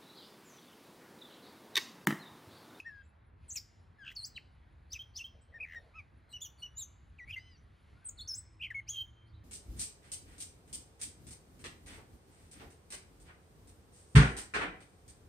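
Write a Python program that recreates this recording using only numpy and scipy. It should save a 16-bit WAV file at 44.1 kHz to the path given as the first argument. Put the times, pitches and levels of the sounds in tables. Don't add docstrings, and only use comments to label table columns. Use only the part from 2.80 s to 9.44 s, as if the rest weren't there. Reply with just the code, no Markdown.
import sys
import numpy as np
from scipy import signal
from scipy.fft import rfft, irfft
from scipy.io import wavfile
from scipy.ndimage import uniform_filter1d

SR = 44100
rng = np.random.default_rng(int(sys.argv[2]) if len(sys.argv) > 2 else 0)


def invert_db(level):
    return 10 ** (np.asarray(level, dtype=float) / 20)


def to_wav(sig):
    pcm = np.clip(np.atleast_2d(sig), -1, 1) * 32767
    pcm = np.round(pcm).astype(np.int16)
    wavfile.write(sys.argv[1], SR, pcm.T)


N = 292824

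# frequency in Hz, density in dB.
AIR_SPECTRUM = [(22, -30.5), (40, -10), (72, 2), (110, -9), (170, -16.5), (300, -23), (500, -28),
                (1100, -28), (2100, -32), (2800, -39), (4200, -42), (5500, -54.5), (8000, -57.5),
                (10000, -52), (16000, -80)]
AIR_DB = -59
# time in seconds, level in dB.
RUMBLE_SWELL = [(0.0, -63.5), (0.94, -61), (2.27, -62), (4.6, -59.5), (6.47, -60), (6.64, -55.5)]
# time in seconds, level in dB.
RUSTLE_SWELL = [(0, -78), (.3, -87.5), (.55, -94.5), (.65, -79), (1.2, -88), (1.9, -84.5), (2.8, -86.5),
                (3.05, -78.5), (3.2, -84), (3.4, -84.5), (4.9, -83), (5.1, -77), (5.7, -90), (6.64, -84)]
# frequency in Hz, correlation from -1 to 1.
PORT_LIKENESS = [(60, 0.97), (130, 0.94), (290, 0.59), (640, 0.076), (1400, 0.17), (2300, 0.93), (4400, 1),
                 (7000, 0.9), (15000, 0.85)]
# time in seconds, firing rate in Hz, level in dB, third order in dB.
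ENGINE_GLIDE = [(3.5, 79.03, -74.5, -89), (6.42, 116.4, -64, -74), (6.64, 102.9, -59, -69)]
# first throb in seconds, throbs per second, pitch in Hz, bandwidth in Hz, level in dB.
INSECT = (-0.8, 5.5, 10418, 269.5, -99)

# start in seconds, length in seconds, pitch in Hz, first level in dB, last in dB.
FAR_BIRDS = [(.228, 0.055, 7500, -83, -82.5), (2.608, 0.038, 8370, -74.5, -76),
             (6.457, 0.064, 4600, -81, -79.5), (6.528, 0.056, 3900, -74, -76),
             (4.76, 0.045, 6100, -78, -80), (.004, .065, 4800, -87, -87)]
# start in seconds, length in seconds, pitch in Hz, first level in dB, last in dB.
FAR_DOG = [
    (2.536, 0.088, 574, -73, -73),
    (2.682, .2, 603, -74.5, -70.5),
    (2.931, 0.19, 588, -73, -68.5),
]
# time in seconds, pitch in Hz, level in dB.
FAR_WHISTLE = [(5.12, 1312, -82), (5.18, 1432, -74), (5.23, 1567, -75), (5.31, 1344, -81),
               (5.37, 1450, -78), (5.425, 1400, -82), (5.5, 1557, -78), (5.6, 1493, -79), (5.72, 1540, -91)]
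# time in seconds, pitch in Hz, level in dB.
FAR_BUZZ = [(2.865, 2650, -76), (2.9, 2820, -72), (2.94, 2920, -67), (2.955, 2770, -78)]
# time in seconds, pitch in Hz, level in dB.
LINGER = [(.01, 2600, -60), (.1, 2670, -80), (.34, 2613, -87.5)]

# time in seconds, pitch in Hz, first partial in dB,
# and second partial in dB where it moves on its own.
FIRST_VERSE = [
    [(0.0, 2600, -35), (0.006, 2570, -45), (0.013, 2550, -61)],
    [(0.045, 1677, -67, -83), (0.065, 1867, -42.5, -83), (0.088, 1820, -43.5, -89), (0.1, 1703, -54.5, -87),
     (0.17, 1638, -56, -87), (0.222, 1607, -57.5, -70)],
    [(0.68, 8700, -66), (0.7, 7520, -46), (0.71, 6140, -45.5), (0.72, 6530, -41.5), (0.735, 7730, -50),
     (0.752, 8170, -49.5)],
    [(0.755, 8100, -45), (0.77, 5670, -36), (0.785, 4754, -42.5), (0.797, 4740, -80)],
    [(1.35, 7830, -64, -99), (1.358, 5590, -58.5, -97), (1.367, 4520, -41, -68), (1.42, 4100, -54, -65),
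     (1.44, 4470, -45, -53), (1.449, 4950, -39, -82), (1.458, 7300, -51.5, -66), (1.468, 7780, -49.5, -67),
     (1.49, 8000, -74, -90)],
    [(1.56, 3040, -53), (1.568, 3110, -48), (1.577, 2684, -40), (1.585, 1530, -54)],
    [(2.8, 2280, -47.5), (2.81, 2580, -39.5), (2.824, 2410, -44.5), (2.833, 2630, -39.5),
     (2.843, 2250, -44), (2.85, 2470, -44), (2.856, 1750, -53)],
]
SECOND_VERSE = [
    [(4.38, 3300, -82), (4.39, 2464, -52.5), (4.405, 1980, -50), (4.44, 1913, -52.5), (4.452, 2120, -61)],
    [(5.244, 9540, -62), (5.255, 8500, -45), (5.27, 8080, -42.5), (5.281, 8350, -47), (5.288, 8580, -43),
     (5.295, 6520, -40), (5.301, 8600, -54)],
    [(5.37, 4000, -76), (5.38, 4500, -60), (5.392, 3560, -50), (5.405, 3420, -47.5), (5.412, 4256, -45.5),
     (5.44, 4430, -60), (5.47, 4350, -67)],
    [(5.474, 4740, -48), (5.484, 6680, -44.5), (5.49, 5570, -38.5), (5.52, 5120, -41), (5.542, 5210, -43),
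     (5.558, 7980, -46), (5.572, 7400, -53), (5.585, 8100, -41.5), (5.625, 7690, -69.5)],
    [(6.066, 2070, -70, -82), (6.08, 2470, -59, -52), (6.09, 3000, -52, -32.5), (6.105, 3396, -56.5, -30),
     (6.125, 3258, -52, -42), (6.16, 3150, -44, -54.5), (6.172, 3180, -45, -56), (6.18, 3130, -67, -64)],
]
# second, third and fourth partial in dB against the first, rasp 0-1.
VOICE = [(-23, -34, -29, 0.4), (-2, -29.5, -45, 0.1), (-37, -55, -55, 0.18), (-33, -37.5, -55, 0.8),
         (6, -27, -55, 0.13), (-28, -34, -59, 0.2), (-39, -49, -41, 0.02), (-32, -30, -45, 0.09),
         (-23, -55, -55, 0), (-12, -32, -25, 0.08), (-22.5, -28, -55, 0.05), (-7.5, -23, -25, 0.41)]
# first pitch crest in seconds, end in seconds, beats per second,
# pitch swing 0-1, loudness swing in dB.
TRILLS = [(.6887, .734, 215, .045, 3.5), (1.2505, 1.325, 80, .125, 8), (2.8595, 2.962, 81.4, .09, 10),
          (5.828, 5.868, 91, .14, -1.5)]
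TRILL_LAG = .3
TROUGH_LAG, TROUGH_SHARE = .42, .55
# time in seconds, pitch in Hz, fifth partial in dB, third partial in dB.
MEW = [(4.575, 900, -66, -73), (4.605, 990, -67.5, -71), (4.635, 1010, -76, -74), (4.68, 1021, -82, -72),
       (4.72, 996, -70, -78), (4.77, 880, -71, -81)]
# multiple of the pitch, level in dB against the third.
MEW_PARTIALS = [(2, 1), (3, 4), (4, -6), (6, -9.5), (7, -24), (8, -20), (10, -31)]
# frequency in Hz, level in dB.
BREATH = [(1500, -19.5), (4000, -1.5), (8000, -3), (11500, -9), (13500, 1.5), (15800, -9.5)]

# attack and release in seconds; pitch ratio at entry, middle, last
# and exit; level in dB at entry, middle and exit.
WHISTLE = (0.0058, 0.0088), (.94, 0.98, .98, 0.873), (-15, -0.64, -15)
PIPE = (0.013, 0.012), (.95, 1.01, 0.965, 0.88), (-15.5, 0.97, -31)
DIP = (.012, 0.007), (1.4, .845, .905, 0.51), (-1.5, 3.1, -26)
TICK = (0.0044, 0.0044), (1.09, 1.025, 1.05, 1.09), (-5.5, 0, -14)
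RISE = (.03, .022), (.82, 1.1, 1.2, 1.01), (-34.5, 0, -20)
FLICK = (0.022, 0.0117), (1.01, 1.09, 1.172, 0.906), (-25, 0, -8)
LEAD_IN = (0.021, 0.0066), (1.02, .98, .96, .99), (-12, 0, 6.5)
FALL = (0.0055, 0.013), (1.03, .93, .87, .92), (-8, 0, -17.5)
ROLL = (0.0126, 0.0124), (1.04, .97, .94, 0.69), (-8, 0.63, -28)
FAR_CHIP = (.021, .021), (.88, 1.03, .995, .93), (-3, 0, -12.5)
BARK = (0.015, 0.0334), (0.992, 1.005, 1.002, 0.52), (-2, 0, -21.5)
# gesture, voice as in VOICE, then its syllables, each with start in
# seconds, length in seconds, pitch in Hz, first level in dB, last level in dB.
PLAIN_SYLLABLES = [ (WHISTLE, (-43, -36.5, -35.5, 0), [ (5.943, 0.064, 2217, -39.5, -41)]),
                   (WHISTLE, (-40, -29, -41, 0.24), [(4.559, 0.037, 2110, -41, -46)]),
                   (PIPE, (-14, -33, -36, 0.04), [(3.527, 0.056, 2948, -44.5, -45.5),
                   (3.82, 0.059, 2946, -40.5, -49)]), (TICK, (-27, -39, -27, 0.15),
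                   [(2.19, 0.038, 3078, -46.5, -46.5), (2.44, 0.035, 3088, -43.5, -52)]),
                   (FALL, (-33.5, -40.5, -35.5, 0.2), [(4.521, 0.035, 3220, -50, -40.5),
                   (5.902, 0.027, 2030, -38.5, -43)]), (LEAD_IN, (-0.5, -12, -54, 0.5),
                   [(3.49, 0.041, 4150, -67.5, -62), (3.775, 0.058, 4430, -67, -66)]),
                   (TICK, (-34, -41, -49, 0), [(2.723, 0.023, 1920, -65.5, -65),
                   (2.782, .014, 2350, -70, -59)]), ]
BENT_SYLLABLES = [ (RISE, (-40, -33, -55, 0.58), [(2.092, 0.063, 5030, -48, -41),
                  (2.336, .066, 5154, -44.5, -42)]), (FLICK, (-20, -35, -50, -0.2),
                  [(1.543, 0.037, 3960, -49, -56)]), (FLICK, (-25, -41, -56, 0.46),
                  [(4.46, 0.062, 2218, -53, -42)]), (DIP, (-18, -28, -41.5, 0.46),
                  [(2.132, 0.048, 2934, -53.5, -46)]), (FALL, (-29, -29.5, -52, 0.85),
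                  [(.753, 0.043, 2605, -51.5, -57.5)]), (ROLL, (-27, -29, -54, 0.38),
                  [(2.852, 0.11, 2025, -63, -54)]), ]
CLEAR, RASPY = .1, .33
# voice as in VOICE, then its note with time in seconds, pitch in Hz,
# first partial in dB, and second partial in dB where it moves on its own.
RATTLES = [ ((0, -23.5, -33, CLEAR), [(1.184, 1766, -67, -92), (1.196, 1708, -60.5, -84),
           (1.222, 1634, -52.5, -73), (1.236, 1568, -55.5, -63), (1.243, 1520, -62, -64)]),
           ((0, -20, -24, RASPY), [(1.238, 1540, -70, -63), (1.245, 1522, -57, -60),
           (1.255, 1493, -61, -57.5), (1.28, 1461, -62, -48.5), (1.305, 1470, -69, -50.5),
           (1.317, 1580, -66, -63), (1.33, 1500, -74, -72)]), ((-14, -18, -30, 2), [(1.3, 1900, -63),
           (1.314, 2020, -61), (1.32, 2080, -60), (1.33, 3300, -64)]), ((-35, -42, -40.5, CLEAR),
           [(5.793, 2920, -73.5), (5.802, 2440, -58), (5.812, 2510, -44.5), (5.818, 2900, -43),
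           (5.823, 2854, -43), (5.845, 2758, -39.5), (5.864, 2640, -44), (5.869, 2170, -45),
           (5.877, 2020, -62)]), ((-24, -25.5, -40, CLEAR), [(2.952, 1940, -56), (2.958, 1900, -45),
           (2.97, 1867, -44), (2.985, 1840, -46.5), (3.002, 1830, -62)]), ((-33, -32, -50, CLEAR),
           [(2.738, 1745, -59), (2.748, 1836, -50), (2.763, 1870, -48.5), (2.775, 1790, -50),
           (2.782, 1690, -59)]), ]
HARSH_NOTES = [ ((-37, -42, -29.5, 0.16), [(6.166, 3120, -57), (6.176, 3163, -45), (6.187, 3158, -35),
               (6.197, 3124, -42.5), (6.212, 3153, -37), (6.223, 3114, -42), (6.233, 3100, -60)]),
               ((-17, -27.5, -34, 0.3), [(2.364, 3590, -68), (2.38, 3560, -58.5), (2.392, 3060, -49.5),
               (2.404, 2627, -47), (2.42, 2795, -43.5), (2.429, 2370, -66)]), ((0.5, -27.5, -23, 0.14),
               [(3.136, 1127, -73, -73.5), (3.145, 1234, -67, -64), (3.16, 1304, -58.5, -57),
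               (3.175, 1308, -59, -54.5), (3.192, 1240, -64, -46), (3.205, 1135, -71, -53.5),
               (3.216, 1090, -80, -75)]), ((-0.5, -17, -8, 0.37), [(3.603, 2530, -66.5, -68),
               (3.611, 3110, -60.5, -52), (3.621, 3536, -46.5, -45), (3.633, 3484, -53, -46.5),
               (3.647, 3340, -52, -49), (3.663, 2950, -56, -51), (3.676, 2910, -64.5, -64)]),
               ((-23, -9.5, -40, 0.4), [(3.969, 3760, -74), (3.976, 3730, -61.5), (3.986, 4050, -60),
               (3.996, 3955, -53.5), (4.008, 3800, -50.5), (4.026, 3390, -59), (4.045, 3350, -71)]),
               ((-21, -60, -60, 0.04), [(3.95, 7000, -83), (3.966, 6960, -60.5), (3.972, 6750, -48),
               (3.982, 7100, -41.5), (4.002, 7610, -43), (4.012, 7330, -50), (4.024, 6780, -41.5),
               (4.036, 6260, -47), (4.05, 6130, -56)]), ]

# frequency in Hz, time to fall 60 dB in seconds.
ECHO_DECAY = [(1000, 0.32), (2200, 0.3), (3100, 0.83), (6000, 0.53), (9000, 0.61), (16000, 0.19)]
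# frequency in Hz, level in dB.
ECHO_COLOUR = [(1500, -7), (2400, -8), (3200, -0.5), (5000, 1.5), (8000, -2.5), (15000, 6)]
# frequency in Hz, difference in dB.
SHADE = [(1300, -3.5), (1620, 6), (1900, 1.5), (2300, 1.5), (3100, -1.2), (4400, 1.1)]
# frequency in Hz, lead in radians.
PORT_LEAD = [(1800, 0), (2600, 0.15), (3100, 0.56), (4400, 0.08), (6000, 0.1), (7800, 0.9), (8300, -2),
             (8900, -3), (10400, -6), (12900, -8.5), (15000, -12), (16500, -11.5)]
EDGE_HZ = 15900


def evened(x):
    return x / np.sqrt(np.mean(abs(x) ** 2) + 1e-20)


def read(points, hz):
    f, value = np.transpose(points)
    return np.interp(np.log(hz + 1), np.log(f + 1), value)


def add(mix, s, sound):
    part = mix[round(s * SR):][:len(sound)]
    part += sound[:len(part)]


def unroll(rows):
    s, *columns = np.transpose(rows)
    t = np.arange(s[0], s[-1], 1 / SR)
    return t, [np.interp(t, s, c) for c in columns]


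def wobble(size, width_hz):
    z = rng.standard_normal(size + 500) + 1j * rng.standard_normal(size + 500)
    r = np.exp(-np.pi * width_hz / SR)
    once = signal.lfilter([1], [1, -r], z)
    twice = signal.lfilter([1], [1, -r], once)
    return evened(twice[500:])


def tone(hz, partials, rasp, width_hz, edge_s=.0025):
    rasp = np.clip(rasp, 0, 1)
    shake = np.sqrt(1 - rasp) + np.sqrt(rasp) * wobble(len(hz), width_hz)
    turns = np.cumsum(hz) / SR + np.unwrap(np.angle(shake)) / (2 * np.pi)
    flutter = 0.49 * wobble(len(hz), width_hz=660).real
    out = np.zeros(len(hz))
    for k, db in partials:
        smear = (k > 1) * np.clip((k * hz - 7000) / 4000, 0, 1) * flutter
        out += invert_db(db) * (k * hz < EDGE_HZ) * np.cos(2 * np.pi * k * turns + smear)
    edge = signal.windows.tukey(len(hz), min(2 * edge_s * SR / len(hz), 1))
    return np.sqrt(2) * out * abs(shake) * edge


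def gesture(shape, start, length, hz, first_db, last_db):
    (attack, release), (entry, middle, last, leave), (entry_db, middle_db, exit_db) = shape
    held = start + attack
    let_go = start + max(length - release, attack + 0.00088)
    return [(start, entry * hz, first_db + entry_db),
            (held, hz, first_db),
            ((held + let_go) / 2, middle * hz, (first_db + last_db) / 2 + middle_db),
            (let_go, last * hz, last_db),
            (let_go + release, leave * last * hz, last_db + exit_db)]


def air():
    frames, hz = N // 512 + 5, np.fft.rfftfreq(2048, 1 / SR)
    a, b, c, d, patches = rng.standard_normal((frames, 1025, 5)).T
    patches = uniform_filter1d(patches, size=20, axis=0)
    patches = evened(uniform_filter1d(patches, size=8, axis=1))
    t = np.arange(frames) * 512 / SR
    rumble_db = np.interp(t, *np.transpose(RUMBLE_SWELL))
    rustle_db = np.interp(t, *np.transpose(RUSTLE_SWELL))
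    low = 1 / (1 + (hz / 150) ** 4)
    high = 1 / (1 + (3000 / (hz + 1)) ** 4)
    swell_db = np.outer(low, rumble_db - rumble_db.mean())
    swell_db += np.outer(high, rustle_db - np.median(rustle_db))
    same = np.clip(read(PORT_LIKENESS, hz), -1, 1)[:, None]
    left = a + 1j * b
    right = same * left + np.sqrt(1 - same ** 2) * (c + 1j * d)
    z = np.array([left, right]) * invert_db(read(AIR_SPECTRUM, hz)[:, None] + 1.4 * patches + swell_db)
    return invert_db(AIR_DB) * evened(signal.istft(z, nperseg=2048, noverlap=1536)[1][:, :N])


def engine():
    t, (hz, db, third_db) = unroll(ENGINE_GLIDE)
    out = np.zeros(N)
    partials = [(1, db + 0.5), (3, third_db - 7.0)]
    add(out, t[0], tone(hz, partials, 0.26, width_hz=2.9, edge_s=0.029))
    return out


def insect():
    start, rate, hz, width_hz, db = INSECT
    t = np.arange(N) / SR
    throb = np.exp(4.6 * (np.cos(2 * np.pi * rate * (t - start)) - 1))
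    carrier = (wobble(N, width_hz) * np.exp(2j * np.pi * hz * t)).real
    return invert_db(db) * evened(throb * carrier)


def far_voices():
    out = np.zeros(N)
    chips = [gesture(FAR_CHIP, *row) for row in FAR_BIRDS]
    barks = [gesture(BARK, *row) for row in FAR_DOG]
    # (notes, rasp 0-1, blur Hz)
    groups = [(chips, .5, 450), ([FAR_BUZZ], .9, 500), ([FAR_WHISTLE], .12, 50),
              (barks, .95, 330), ([LINGER], .6, 40)]
    for tables, rasp, width_hz in groups:
        for rows in tables:
            t, (hz, db) = unroll(rows)
            add(out, t[0], tone(hz, [(1, db)], rasp, width_hz, edge_s=0.0089))
    return out


def garden(x, unlike=0.082):
    taps = np.zeros((2, SR))
    at = np.arange(120, SR - 20, 20) + rng.integers(0, 20, (2, (SR - 121) // 20))
    np.put_along_axis(taps, at, rng.choice([-1., 1.], at.shape), axis=1)
    hz, t, z = signal.stft(taps, SR, nperseg=256)
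    walls = invert_db(-60 * t / read(ECHO_DECAY, hz)[:, None])
    leaves = 8.7 * invert_db(-60 * t / 0.11)
    z *= (walls + leaves) * invert_db(read(ECHO_COLOUR, hz)[:, None])
    mid, side = signal.istft(z, SR, nperseg=256)[1]
    tail = np.array([mid + unlike * side, mid - unlike * side]) / np.linalg.norm(mid)
    return signal.oaconvolve(x[None], tail, axes=1)[:, :N]


def note(rows, second_db, third_db, fourth_db, rasp):
    t, (hz, first_db, *own) = unroll(rows)
    hz = uniform_filter1d(hz, size=90)
    for start, end, rate, depth, loud_db in TRILLS:
        beat = (t - start) * rate
        on = np.clip(2 * np.minimum(beat + 1, (end - t) * rate) - .5, 0, 1)
        hz = hz * (1 + on * depth * np.cos(2 * np.pi * beat))
        lag = 0 if own else TRILL_LAG
        first_db = first_db + on * loud_db * np.cos(2 * np.pi * (beat - lag))
        trough_db = TROUGH_SHARE * on * loud_db * np.cos(2 * np.pi * (beat - TROUGH_LAG))
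        own = [db + trough_db for db in own]
    upper_db = np.maximum(first_db, own[0] - 6) if own else first_db
    base_db = own[0] if own else first_db
    partials = [(1, first_db), (2, base_db + second_db), (3, upper_db + third_db),
                (4, upper_db + fourth_db), (5, upper_db + fourth_db - 5)]
    voice = tone(hz, partials, rasp ** 2, width_hz=400)
    effort = np.sqrt(abs(uniform_filter1d((voice * hz / 4000) ** 2, size=200, mode="constant")))
    return voice, effort * (0.026 + abs(rasp))


def mew():
    t, (hz, fifth_db, third_db) = unroll(MEW)
    partials = [(5, fifth_db)] + [(k, third_db + db) for k, db in MEW_PARTIALS]
    hz = uniform_filter1d(hz, size=600)
    return t[0], tone(hz, partials, 0.011, width_hz=130, edge_s=0.0046)


def breath():
    hz, t, z = signal.stft(rng.standard_normal(N), SR, nperseg=256)
    gape = uniform_filter1d(rng.standard_normal(z.shape), size=6, axis=0)
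    gape = uniform_filter1d(gape, size=14, axis=1)
    z *= invert_db(read(BREATH, hz)[:, None] + 5.0 * evened(gape))
    return evened(signal.istft(z, SR, nperseg=256)[1][:N])


def songbird():
    out, leak = np.zeros((2, N))
    notes = list(zip(FIRST_VERSE + SECOND_VERSE, VOICE))
    for shape, voice, syllables in PLAIN_SYLLABLES + BENT_SYLLABLES:
        notes += [(gesture(shape, *row), voice) for row in syllables]
    notes += [(rows, voice) for voice, rows in RATTLES + HARSH_NOTES]
    for rows, voice in notes:
        sound, effort = note(rows, *voice)
        add(out, rows[0][0], sound)
        add(leak, rows[0][0], effort)
    add(out, *mew())
    return out + invert_db(-12.5) * leak * breath()


def scene():
    bird, far = songbird(), far_voices()
    near = invert_db(-0.5) * bird + garden(invert_db(-4.5) * bird + invert_db(3.5) * far)
    shade = invert_db(np.outer([.5, -.5], read(SHADE, np.fft.rfftfreq(N, 1 / SR))))
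    return irfft(rfft(near) * shade, N) + 0.97 * far + engine() + insect() + air()


def top_cut(x):
    return signal.sosfilt(signal.butter(12, 16580, fs=SR, output="sos"), x)


def record(dry):
    hz = np.fft.rfftfreq(N, 1 / SR)
    turn = np.exp(.5j * np.outer([1, -1], read(PORT_LEAD, hz)))
    bass_cut = 1 / (1 + (30 / (hz + 1)) ** 4)
    treble_cut = 1 / (1 + (hz / EDGE_HZ) ** 200)
    return top_cut(irfft(rfft(dry) * turn * bass_cut * treble_cut, N))


dry = scene()
out = record(dry)
to_wav(out)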